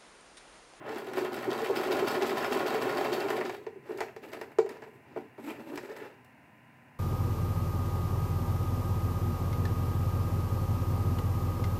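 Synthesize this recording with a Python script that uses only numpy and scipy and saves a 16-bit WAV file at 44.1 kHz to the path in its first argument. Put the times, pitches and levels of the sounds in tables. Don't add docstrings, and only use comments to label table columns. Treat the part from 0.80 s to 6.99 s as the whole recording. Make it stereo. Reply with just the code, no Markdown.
import sys
import numpy as np
from scipy import signal
from scipy.fft import rfft, irfft, next_fast_len
from scipy.io import wavfile

SR = 44100
rng = np.random.default_rng(int(sys.argv[2]) if len(sys.argv) > 2 else 0)


def unload_wav(signal):
    wavfile.write(
        sys.argv[1],
        SR,
        np.round(np.clip(np.atleast_2d(signal).T, -1, 1) * 32767).astype(np.int16),
    )


N = 272971
TIME = np.arange(N) / SR
HZ = np.fft.rfftfreq(8192, 1 / SR)

# f/Hz, level/dB
DRONE_SPECTRUM = [(40, -48), (75, -20), (120, -15), (190, -7), (260, -3.5), (330, 0.5), (380, 2.5),
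                  (470, -3.5), (600, -11), (900, -47.5)]
RATTLE_SPECTRUM = [(250, -26), (450, -31), (600, 1), (900, -8.5), (1300, -5.5), (1800, -8), (2600, -14),
                   (3500, -27.5), (5000, -43), (9000, -46.5)]
HISS_SPECTRUM = [(2350, -10.5), (4000, 2), (5070, -5), (5570, -2.5), (8120, -3.5), (9770, -11.5),
                 (12600, -2), (14800, -13), (15500, -8), (16000, -6)]
# f/Hz, width f/Hz, level/dB above the spectrum
FRAME_MODES = [(122.6, 30.6, 11.5), (230.4, 32, 7.5), (262.6, 28, 10), (337, 12, 8), (360.4, 27, 7),
               (419.3, 19.6, 9.5), (539.4, 51, 10.5), (600, 35, 0), (693, 42, -1), (775, 75, 10.5),
               (986, 56, 5), (1026, 68, 3.5), (1085, 50, 11.5), (1270, 13, 5), (1434, 77, 7)]
# f/Hz, width f/Hz, level/dB above the spectrum
STEEL_MODES = [(2500, 120, 1), (2706, 100, 4), (3210, 380, 7.5), (3740, 60, 7), (3910, 49, 4.5),
               (4394, 56, 8), (4430, 91, 2.5), (4640, 37, 10), (4900, 86, 2.5), (5110, 70, 8),
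               (5230, 60, 4)]
RATTLE_DB, DRONE_DB, HISS_DB = -35, -35, -48.5
DRONE_FOLLOWS, HISS_FOLLOWS = 0.74, 0.87
WHIRR_DB, WHIRR_HZ = -39.5, 386.1
WHIRR_WAVER, WAVER_S = 0.18, 0.07
THREAD_TAUT_S = 0.14


def drive():
    effort = effort_gain()
    load = surge()
    drone = effort ** DRONE_FOLLOWS
    hiss = effort ** HISS_FOLLOWS * np.minimum(TIME / THREAD_TAUT_S, 1) ** 2

    low = colour(grains(per_s=200, spread_db=1.5, smooth_db=-0.5) * drone, DRONE_SPECTRUM, FRAME_MODES)
    mid = grains(per_s=320, spread_db=3, smooth_db=-0.5) * effort * load
    mid = colour(mid, RATTLE_SPECTRUM, FRAME_MODES + STEEL_MODES)
    top = colour(grains(per_s=320, spread_db=7.5, smooth_db=0.5) * hiss * load, HISS_SPECTRUM, STEEL_MODES)

    stray = np.interp(TIME / WAVER_S, np.arange(N), rng.uniform(-0.94, 1, N))
    pitch = WHIRR_HZ * (1 + WHIRR_WAVER * stray)
    whirr = grains(per_s=250, spread_db=4.5, smooth_db=-3.5) * drone
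    whirr = resonate(resonate(whirr, pitch, width=27), pitch, width=31)
    whirr *= np.std(drone) / np.std(whirr)
    return gain_of(WHIRR_DB) * whirr + gain_of(DRONE_DB) * low + gain_of(RATTLE_DB) * mid + gain_of(HISS_DB) * top


# t/s, level/dB
EFFORT = [(0.0, -18), (0.1, -10), (0.19, -15.5), (0.26, -17.5), (0.37, -4.5), (0.5, -9), (0.78, -4.5),
          (1.11, 0), (1.39, -0.5), (2.2, -0.5), (2.58, -5), (2.74, -15), (2.86, -31)]


def effort_db(s):
    return np.interp(s, *np.transpose(EFFORT))


def effort_gain():
    s = np.transpose(EFFORT)[0]
    outside = np.maximum(s[0] - TIME, 0) + np.maximum(TIME - s[-1], 0)
    return gain_of(effort_db(TIME)) * np.exp(-outside / 0.084)


# t/s, stitches sewn [turns]
SHAFT_TURNS = [(0.171, 0), (0.372, 1), (0.53, 2), (0.628, 2.47), (0.7145, 3), (0.843, 3.47), (0.961, 4),
               (1.118, 5), (1.272, 6), (2.172, 12), (2.485, 14), (2.652, 15), (2.748, 15.5)]
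# place in the turn [0-1], level/dB
TURN_LOAD = [(0, 3), (0.2, 1.5), (0.4, 2.5), (0.45, -1), (0.56, 1.5), (0.72, 0), (0.86, -2), (1, 2)]


def surge():
    turns = np.interp(TIME, *np.transpose(SHAFT_TURNS))
    return gain_of(np.interp(turns % 1, *np.transpose(TURN_LOAD)))


# place in the turn [0-1], steel ring level/dB, fine tick level/dB, clatter level/dB, decay t/s
STITCH_CONTACTS = [(0, -29.5, -45, -30, 0.0065), (0.058, -30, -40, -32, 0.0059),
                   (0.226, -40, -54, -35.5, 0.0069), (0.45, -46, -51, -37, 0.011),
                   (0.485, -32, -46, -29.5, 0.0077), (0.549, -41.5, -56, -30, 0.0051),
                   (0.61, -40, -60, -35, 0.0049), (0.945, -36.5, -53, -41.5, 0.0051)]
# f/Hz, level/dB
RING_SPECTRUM = [(1200, -19), (2500, 12.5), (3300, 9.5), (4800, 10.5), (6000, 7), (8000, -1), (10000, -17),
                 (16000, -38)]
TICK_SPECTRUM = [(5000, -19), (8000, -1.5), (10000, 0.5), (12800, 3), (15000, 0.5), (16000, -5)]
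CLATTER_SPECTRUM = [(300, -48), (650, 10), (1000, -2.5), (1900, 4.5), (2600, -3), (3500, -16),
                    (6000, -60.5)]
# steel ring level/dB, fine tick level/dB
NEEDLE_ACCENTS = [(-5, -1), (-7, -3), (0, 4.5), (-0.5, -2.5), (2, 3), (1.5, 1), (2, 3), (2.5, 0.5),
                  (-2, 0.5), (-2.5, 0.5), (-3, -1), (-6, -0.5), (-4, -0.5), (1, 1.5), (-2, -6), (0.5, -5)]
RING_FOLLOWS = 0.54
PART_DETUNE, PART_SCATTER_DB = .02, 4.5


def clacks(count=4):
    rows = []
    for place, ring, tick, clatter, decay in STITCH_CONTACTS:
        for s, db in zip(*strokes(place)):
            rows.append((s, ring + db * (1 + RING_FOLLOWS), tick + db, clatter + db, decay))
    accents = np.zeros((len(rows), 5))
    accents[:2 * len(NEEDLE_ACCENTS), 1:3] = np.tile(NEEDLE_ACCENTS, (2, 1))
    s, ring_db, tick_db, clatter_db, decay_s = np.transpose(rows + accents)

    ring, way = 0, rng.integers(0, count, len(s))
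    for k in range(count):
        steel = []
        for f, w, db in STEEL_MODES:
            detuned = f * (1 + PART_DETUNE * rng.uniform(-0.63, 1))
            steel.append((detuned, w, db + PART_SCATTER_DB * rng.standard_normal()))
        hits = chatter(s[way == k], ring_db[way == k], decay_s, hit_s=0.0018)
        ring = ring + colour(hits, RING_SPECTRUM, steel)
    tick = colour(chatter(s, tick_db, decay_s, hit_s=0.0033), TICK_SPECTRUM)
    clatter = chatter(s, clatter_db, decay_s, hit_s=0.0036)
    clatter = colour(clatter, CLATTER_SPECTRUM, FRAME_MODES + STEEL_MODES)
    return gain_of(-8.5) * ring + gain_of(-4.0) * tick + gain_of(-2.5) * clatter


STROKE_FOLLOWS, STROKE_SCATTER_DB = 0.5, 1.85


def strokes(place):
    s, turns = np.transpose(SHAFT_TURNS)
    passes = np.arange(len(NEEDLE_ACCENTS)) + place
    times = np.interp(passes, turns, s)
    dbs = STROKE_FOLLOWS * effort_db(times) + STROKE_SCATTER_DB * rng.standard_normal(len(times))
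    reached = passes <= turns[-1]
    return times[reached], dbs[reached]


CHATTER_GAP_S, CHATTER_SCATTER_DB = .003, 2.5


def chatter(times, dbs, decays, hit_s, count=6):
    hits = np.zeros(N)
    gaps = rng.uniform(0.46, 1.5, (len(times), count))
    sizes = rng.standard_normal((len(times), count))
    for s, db, decay_s, gap, size in zip(times, dbs, decays, gaps, sizes):
        after = CHATTER_GAP_S * (np.cumsum(gap) - gap[0])
        share = (gain_of(CHATTER_SCATTER_DB * size) * np.exp(-after / decay_s)) ** 2
        energy = gain_of(db) ** 2 * decay_s / hit_s
        hits[np.round((s + after) * SR).astype(int)] += energy * share / share.sum()
    power = signal.lfilter([1], [1, -np.exp(-2 / (hit_s * SR))], hits + 1e-20)
    return paired(rng.standard_normal((2, N))) * np.sqrt(2 * power)


# f/Hz, level/dB, time to fall 60 dB t/s
CASE_MODES = [(139.7, -21, 0.2), (229.7, -21.5, 0.36), (347, -7.5, 0.068), (365, -7, 0.11),
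              (401.7, -19.5, 0.27), (443.7, 1.5, 0.054), (506, -15, .035), (547, -10.5, 0.049),
              (614, -4, 0.026), (775, -17, 0.092), (940, -7.5, 0.027), (988, -25.5, 0.11),
              (1053, -10.5, 0.023), (1145, -29, 0.046), (1440, -25, 0.056), (1925, -36, 0.069),
              (2300, -31, .07)]


def knocks():
    t, out = np.arange(SR // 4) / SR, np.zeros(N)
    hz, db, t60 = np.transpose(CASE_MODES)[:, :, None]
    sign = np.where(hz < 400, -1, 1)
    onset = 1 - np.exp(-t / 0.0031)
    modes = sign * gain_of(db - 60 * t / t60) * np.sin(2 * np.pi * hz * t) * onset
    upper, lower = np.clip((hz - 450) / 150, 0, 1), np.clip((380 - hz) / 120, 0, 1)
    higher = np.clip((hz - 405) / 40, -1, 1) * (abs(hz - 405) < 100)
    for s, blow_db, hard_db, weight_db, lean_db in blows():
        wake_db = upper * (hard_db + 14.0) + lower * (weight_db + 15.5) + higher * lean_db
        add(out, s, gain_of(blow_db) * (modes * gain_of(wake_db)).sum(0))
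    return gain_of(-4.5) * signal.sosfilt(signal.butter(2, 100, "high", fs=SR, output="sos"), out)


# place in the turn [0-1], level/dB, hardness level/dB, weight level/dB, lean level/dB
LINK_KNOCKS = [(0.239, -33.5, -3, -21, -1.5), (0.71, -28, -2.5, -21, -3), (0.9, -36.5, 4, -27, 6.5)]
# t/s, level/dB, hardness level/dB,
# weight level/dB, lean to the higher main mode level/dB, time to the rebound t/s
DULL_BLOWS = [(0.222, -32, -9, -28, 3, .010), (0.274, -30, -32, -16, 0, .010),
              (0.371, -22.5, -13, -19, -8, .0105), (0.411, -23.5, -20, -30, -6.5, .011),
              (0.676, -21, -13.5, -11, -7, .010), (0.717, -25, -16, -19, 6, .010),
              (0.745, -29.5, -11, -34, -10, .0105), (0.82, -29, -13, -30, 9, .009),
              (0.8976, -15, -16, -31, 4, .0102), (0.988, -25.5, -15, -28, -2, .011),
              (1.094, -24.5, -15, -22, -5.5, .011), (1.223, -14, -20, -38, -2, .010),
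              (1.417, -19, -12, -14.5, 0, .010), (1.757, -23.5, -19, -16, -8, .010),
              (2.067, -26, -21, -25, 3, .010), (2.309, -27, -21, -22, -7.5, .011),
              (2.368, -25.5, -12, -22, -6, .011), (2.447, -20.5, -9, -33, -6, .010),
              (2.491, -26, -9, -24, 0.5, .011), (2.539, -25, -11, -28, 5, .0095),
              (2.585, -22.5, -22, -21, 0.5, 0.0106), (2.642, -32, -21, -13, -9.5, .010),
              (2.958, -33, -19, -22, -2, .010), (3.093, -26, -12, -27, 1, 0.014),
              (3.142, -36, -13, -24, -5, 0.0052), (4.064, -41, -5.5, -8, 7.5, .010),
              (4.3615, -29, -2, -6, -3.5, .0105), (4.582, -40, 0, -1, -6.5, 0.0097),
              (4.785, -40.5, -9, 3.5, -2, 0.0098), (4.919, -38.5, 0.5, -10, -7.5, 0.014)]
REBOUND_DB = 1
CLICK_HARD_DB, CLICK_WEIGHT_DB, CLICK_LEAN_DB = 1, -31.5, 2
BOOM_LAG_S = 0.001


def blows():
    struck = []
    for place, knock, *tone in LINK_KNOCKS:
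        struck += [(s, knock + db, *tone) for s, db in zip(*strokes(place))]
    for s, db, *tone, rebound_s in DULL_BLOWS:
        struck += [(s, db, *tone), (s + rebound_s, db + REBOUND_DB, *tone)]
    for s, _, _, clatter, boom in LEVER_SNAPS:
        hard = CLICK_HARD_DB + (clatter - boom) / 2
        struck.append((s + BOOM_LAG_S, boom, hard, CLICK_WEIGHT_DB, CLICK_LEAN_DB))
    return struck


# t/s, steel ring level/dB, fine tick level/dB, clatter level/dB, boom of the case level/dB
LEVER_SNAPS = [(0.193, -60, -61, -47, -42), (0.266, -54, -62, -51, -58), (0.334, -46, -46, -33.5, -50),
               (0.39, -40, -50, -39, -42), (0.564, -43, -51, -36.5, -40), (2.179, -46, -53, -48, -48),
               (2.503, -38, -41, -25.5, -43), (2.611, -48, -52, -27.5, -26), (2.695, -40.5, -52, -30, -37),
               (2.866, -53.5, -70, -43, -23), (3.174, -48, -52, -57, -62), (3.184, -54, -52, -39, -35),
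               (3.2054, -35, -42.5, -28.5, -22.5), (3.2132, -52, -52, -29.5, -36),
               (3.228, -50, -60, -45, -30), (3.2832, -64, -67, -42, -54), (3.363, -50, -58, -43, -30.5),
               (3.518, -51, -65, -47, -55), (3.527, -53, -55, -41, -38), (3.5323, -44.5, -47, -35, -41),
               (3.543, -50, -55, -41, -45), (3.57, -55, -61, -46, -38), (3.613, -44.5, -48, -35, -29),
               (3.717, -63, -61, -49, -53), (3.7853, -36, -51, -31, -6), (3.861, -56, -61, -44, -34),
               (3.891, -46.5, -48, -40.5, -47), (4.021, -57, -75, -43, -36), (4.037, -54, -71, -44.5, -50),
               (4.362, -64, -70, -45, -24.5), (4.374, -60, -62, -46, -35), (4.704, -53, -48, -42, -40),
               (4.9572, -45, -44, -43, -51), (4.9755, -39.5, -50, -34.5, -33.5),
               (5.446, -63, -59, -66, -59)]
# f/Hz, level/dB
SNAP_SPECTRUM = [(1200, 4.5), (2300, 3), (3300, 1), (4600, 5.5), (6200, 0), (8000, -3), (10000, -25),
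                 (16000, -34)]
# f/Hz, width f/Hz, level/dB above the spectrum
HEAD_MODES = [(944, 60, 6), (1133, 62, 7), (1605, 50, 5.5), (1910, 34, -0.5), (2315, 53, 1)]


def clicks():
    s, ring_db, tick_db, clatter_db, _ = np.transpose(LEVER_SNAPS)
    ring = colour(bursts(s, ring_db, decay_s=0.005, bounce_s=0.009, bounce_db=-12.0), SNAP_SPECTRUM)
    tick = colour(bursts(s, tick_db, decay_s=0.0047, bounce_s=0.0063, bounce_db=-23), TICK_SPECTRUM)
    clatter = bursts(s, clatter_db, decay_s=0.0056, bounce_s=.0075, bounce_db=-5)
    clatter = colour(clatter, CLATTER_SPECTRUM, HEAD_MODES)
    return gain_of([[1.5], [0.1]]) * ring + gain_of([[0.1], [-1.8]]) * tick + gain_of(0.2) * clatter


def bursts(times, dbs, decay_s, bounce_s, bounce_db):
    t, power = np.arange(SR // 8) / SR, np.zeros(N)
    for s, db, late in zip(times, dbs, rng.uniform(0.96, 1.3, len(times))):
        shape = (gain_of(db) * np.exp(-t / decay_s)) ** 2
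        add(power, s, shape)
        add(power, s + bounce_s * late, shape * gain_of(bounce_db) ** 2)
    return grains(per_s=4900, spread_db=-1.0, smooth_db=-14) * np.sqrt(power)


# f/Hz, level/dB
SLIP_SPECTRUM = [(40, -47), (120, -10), (230, 15.5), (450, 3.5), (620, 1), (850, -17), (1400, -15.5)]
RUB_SPECTRUM = [(300, -22.5), (560, 8.5), (720, 0), (840, 4), (1000, -2.5), (1650, -2.5), (2400, -10),
                (2750, -5.5), (3100, -17), (4500, -20), (8000, -31.5)]
CLOTH_HISS_SPECTRUM = [(1760, -3.5), (3000, -4), (4410, -8.5), (5600, -13), (7940, -6.5), (9330, -12.5),
                       (13300, -3), (15200, -20), (16000, -4)]
SCRAPE_DB, FIBRES_DB = -8.5, -18.5


def cloth():
    start, _, length, *_, drone_hz, scrape_hz = np.transpose(HAND_STROKES)
    rub, drone, hiss = slide_levels()
    middle = start + length / 2
    pitch = np.interp(TIME, middle, drone_hz)
    scrape_pitch = np.interp(TIME, middle, scrape_hz)

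    slips = colour(grains(per_s=400, spread_db=6, smooth_db=4), SLIP_SPECTRUM)
    low = evened(resonate(resonate(slips, pitch, width=100), pitch, width=540)) * drone
    mid = colour(grains(per_s=380, spread_db=3.5, smooth_db=0.0) * rub, RUB_SPECTRUM)
    scrape = resonate(grains(per_s=190, spread_db=3, smooth_db=-6.5), scrape_pitch, width=540)
    scrape = evened(resonate(scrape, scrape_pitch, width=740)) * rub
    top = colour(grains(per_s=240, spread_db=5.0, smooth_db=2) * hiss, CLOTH_HISS_SPECTRUM)
    fibres = colour(grains(per_s=180, spread_db=5.5, smooth_db=-10) * rub, SNAP_SPECTRUM)

    body = gain_of(1.0) * low + gain_of(-1.0) * mid + gain_of(2.0) * top
    return body + gain_of(SCRAPE_DB) * scrape + gain_of(FIBRES_DB) * fibres


# start t/s, swell t/s, length t/s,
# rub level/dB, drone level/dB, hiss level/dB, drone f/Hz, scrape f/Hz
HAND_STROKES = [(0.034, 0.058, 0.15, -45.5, -50, -73, 365, 1480),
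                (3.02, 0.085, 0.21, -49.5, -48.5, -66.5, 376, 1470),
                (3.411, 0.027, 0.071, -50.5, -46.5, -60.5, 393, 2370),
                (3.522, 0.021, 0.12, -52.5, -47.5, -69, 385, 1600),
                (3.871, 0.03, 0.053, -47, -50, -76, 380, 938),
                (3.995, 0.019, 0.16, -69, -57.5, -72, 402, 800),
                (4.222, 0.11, 0.15, -58.5, -57.5, -85, 332, 700),
                (4.356, 0.012, 0.02, -53.5, -50, -67.5, 290, 750),
                (4.562, 0.11, 0.1, -51.5, -49, -56, 307, 1550),
                (4.65, 0.045, 0.057, -43.5, -44.5, -62, 310, 2500),
                (4.765, 0.023, 0.088, -54, -51.5, -64, 315, 1620),
                (4.836, 0.054, 0.098, -49, -46, -59, 312, 795),
                (4.991, 0.022, 0.086, -51.5, -51, -63, 360, 1550),
                (5.08, 0.016, 0.04, -48.5, -45, -64.5, 440, 1790),
                (5.154, 0.011, 0.022, -47, -44.5, -59.5, 444, 2000),
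                (5.202, 0.017, 0.03, -47, -48, -70, 415, 1640)]
SLIDE_RELEASE_S = 0.055
CATCH_DB, CATCH_S = 2.5, .018


def slide_levels():
    power = np.zeros((3, N))
    for start, swell, length, *dbs, _, _ in HAND_STROKES:
        rise = np.clip((TIME - start) / swell, 0, 1)
        fall = np.exp(-np.maximum(TIME - start - length, 0) / SLIDE_RELEASE_S)
        power += np.outer(gain_of(dbs), rise * fall) ** 2
    catches = np.interp(TIME / CATCH_S, np.arange(N), rng.standard_normal(N))
    return np.sqrt(power) * gain_of(CATCH_DB * catches)


# t/s, level/dB, f/Hz
CLOTH_SNAGS = [(4.579, -51, 1410), (4.674, -50, 850), (4.692, -44.5, 2500), (5.029, -51, 1950),
               (5.046, -53, 1950), (5.168, -49.5, 747), (5.2, -47, 1750), (5.222, -47, 1630)]
# f/Hz, level/dB
SNAG_SPECTRUM = [(200, -20), (600, -1.5), (3000, -3), (16000, -0.5)]
SNAG_DECAY_S = 0.018


def snags():
    s, db, hz = np.transpose(CLOTH_SNAGS)
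    scratches = colour(chatter(s, db, np.full(len(s), SNAG_DECAY_S), hit_s=.006), SNAG_SPECTRUM)
    pitch = np.interp(TIME, s, hz)
    return gain_of(12.5) * resonate(resonate(scratches, pitch, width=620), pitch, width=1300)


# f/Hz, time to fall 60 dB t/s
ROOM_DECAY = [(100, 0.75), (400, 0.56), (1000, 0.24), (3000, 0.28), (8000, 0.29), (16000, 0.41)]
# f/Hz, level/dB
ECHO_SHARE = [(100, -43), (400, -5.5), (900, 0.5), (3000, 3), (16000, 1)]
# delay left t/s, delay right t/s, level/dB
SURFACES = [(0.0023, 0.0022, -19), (0.0047, 0.003, -19), (0.0071, 0.007, -18), (0.0137, 0.0134, -16.5)]


def room(x, wet_db, early_db, early_s):
    hz, t, z = signal.stft(paired(rng.standard_normal((2, SR // 2))), SR, nperseg=256)
    late = gain_of(wet_db - 60 * t / read(ROOM_DECAY, hz)[:, None]) * (t > .012)
    early = gain_of(early_db) * np.exp(-t / early_s) * (t > 0)
    share = gain_of(read(ECHO_SHARE, hz))[:, None]
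    response = signal.istft(z * (late + early) * share, SR, nperseg=256)[1]
    for left_s, right_s, db in SURFACES:
        response[[0, 1], [round(left_s * SR), round(right_s * SR)]] += gain_of(db)
    return x + signal.fftconvolve(x, response, axes=1)[:, :N]


# f/Hz, level/dB
AIR_SPECTRUM = [(25, -40), (50, -18), (90, 0.5), (130, 6), (190, -2.5), (240, 4.5), (400, -9.5), (650, -5),
                (980, -2.5), (1080, -12), (1850, -6), (2450, -12.5), (2800, -12.5), (3020, -25),
                (6000, -29), (16000, -29)]
# f/Hz, level/dB
AIR_BALANCE = [(250, -1.5), (1000, -2.5), (1500, -10), (2500, -15), (3000, -15.5), (3400, 0.5), (16000, -1)]
AIR_DB = -58
WHINE_HZ, WHINE_DB = 1018, -71


def air():
    wash = gain_of(AIR_DB) * colour(paired(rng.standard_normal((2, N))), AIR_SPECTRUM)
    whine = gain_of(WHINE_DB) * evened(np.sin(2 * np.pi * WHINE_HZ * TIME))
    return placed(wash, AIR_BALANCE) + whine


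def gain_of(db):
    return 10 ** (np.asarray(db) / 20)


def evened(x):
    return x / np.sqrt(np.mean(x ** 2) + 1e-20)


def read(points, hz):
    f, value = np.transpose(points)
    return np.interp(np.log(hz + 1), np.log(f + 1), value)


def add(mix, s, sound):
    part = mix[..., max(round(s * SR), 0):][..., :sound.shape[-1]]
    part += sound[..., :part.shape[-1]]


def grains(per_s, spread_db, smooth_db):
    size = gain_of(spread_db * np.minimum(rng.exponential(1, N), 3))
    size *= rng.random(N) < per_s / SR
    power = signal.lfilter([1], [1, -np.exp(-1 / (0.002 * SR))], size ** 2)
    level = np.sqrt(power / power.mean() + gain_of(smooth_db) ** 2)
    return evened(paired(rng.standard_normal((2, N))) * level)


def colour(x, points, peaks=()):
    db = read(points, HZ) + sum(h / (1 + (2 * (HZ - f) / w) ** 2) for f, w, h in peaks)
    log_gain = np.log(gain_of(np.r_[db, db[-2:0:-1]]))
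    spectrum = np.exp(np.conj(signal.hilbert(log_gain)))
    response = np.fft.ifft(spectrum).real[:len(HZ)]
    return signal.oaconvolve(x, response[None] / np.linalg.norm(response), axes=1)[:, :N]


def resonate(x, hz, width):
    turn, r = np.exp(2j * np.pi * np.cumsum(hz) / SR), np.exp(-np.pi * width / SR)
    return 2 * (turn * signal.lfilter([1 - r], [1, -r], x / turn)).real


# f/Hz, correlation [-1 to 1]
STEREO_LIKENESS = [(30, -0.73), (120, 1), (400, 0.8), (750, 0.69), (1200, 0.013), (3000, 0.087),
                   (6000, -0.13), (16000, -0.25)]


def paired(x):
    size = next_fast_len(x.shape[1])
    a, b = rfft(x, size)
    same = np.clip(read(STEREO_LIKENESS, np.fft.rfftfreq(size, 1 / SR)), -1, 1)
    mid, side = a * np.sqrt((1 + same) / 2), b * np.sqrt((1 - same) / 2)
    return irfft(np.array([mid + side, mid - side]), size)[:, :x.shape[1]]


def placed(x, balance):
    size = next_fast_len(N)
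    half_db = read(balance, np.fft.rfftfreq(size, 1 / SR)) / 2
    return irfft(rfft(x, size) * gain_of([half_db, -half_db]), size)[:, :N]


# f/Hz, level/dB
MACHINE_BALANCE = [(200, 1.5), (380, 1), (580, 6), (950, -1.5), (1300, 0), (1900, -2.5), (2900, -2),
                   (3700, 6.5), (5100, -4), (7400, 6), (10000, 1.5), (15000, 1.5)]


def scene():
    machine = drive() + clacks() + knocks() + clicks()
    hands = cloth() + snags()
    close = placed(machine + hands, MACHINE_BALANCE)
    return room(close, wet_db=-37.0, early_db=-28.0, early_s=0.0035) + air()


EDGE_HZ = 15800


def record(dry):
    low_pass = signal.firwin(511, EDGE_HZ, window=("kaiser", 9), fs=SR)
    return signal.oaconvolve(dry, low_pass[None], "same")


dry = scene()
out = record(dry)
unload_wav(out)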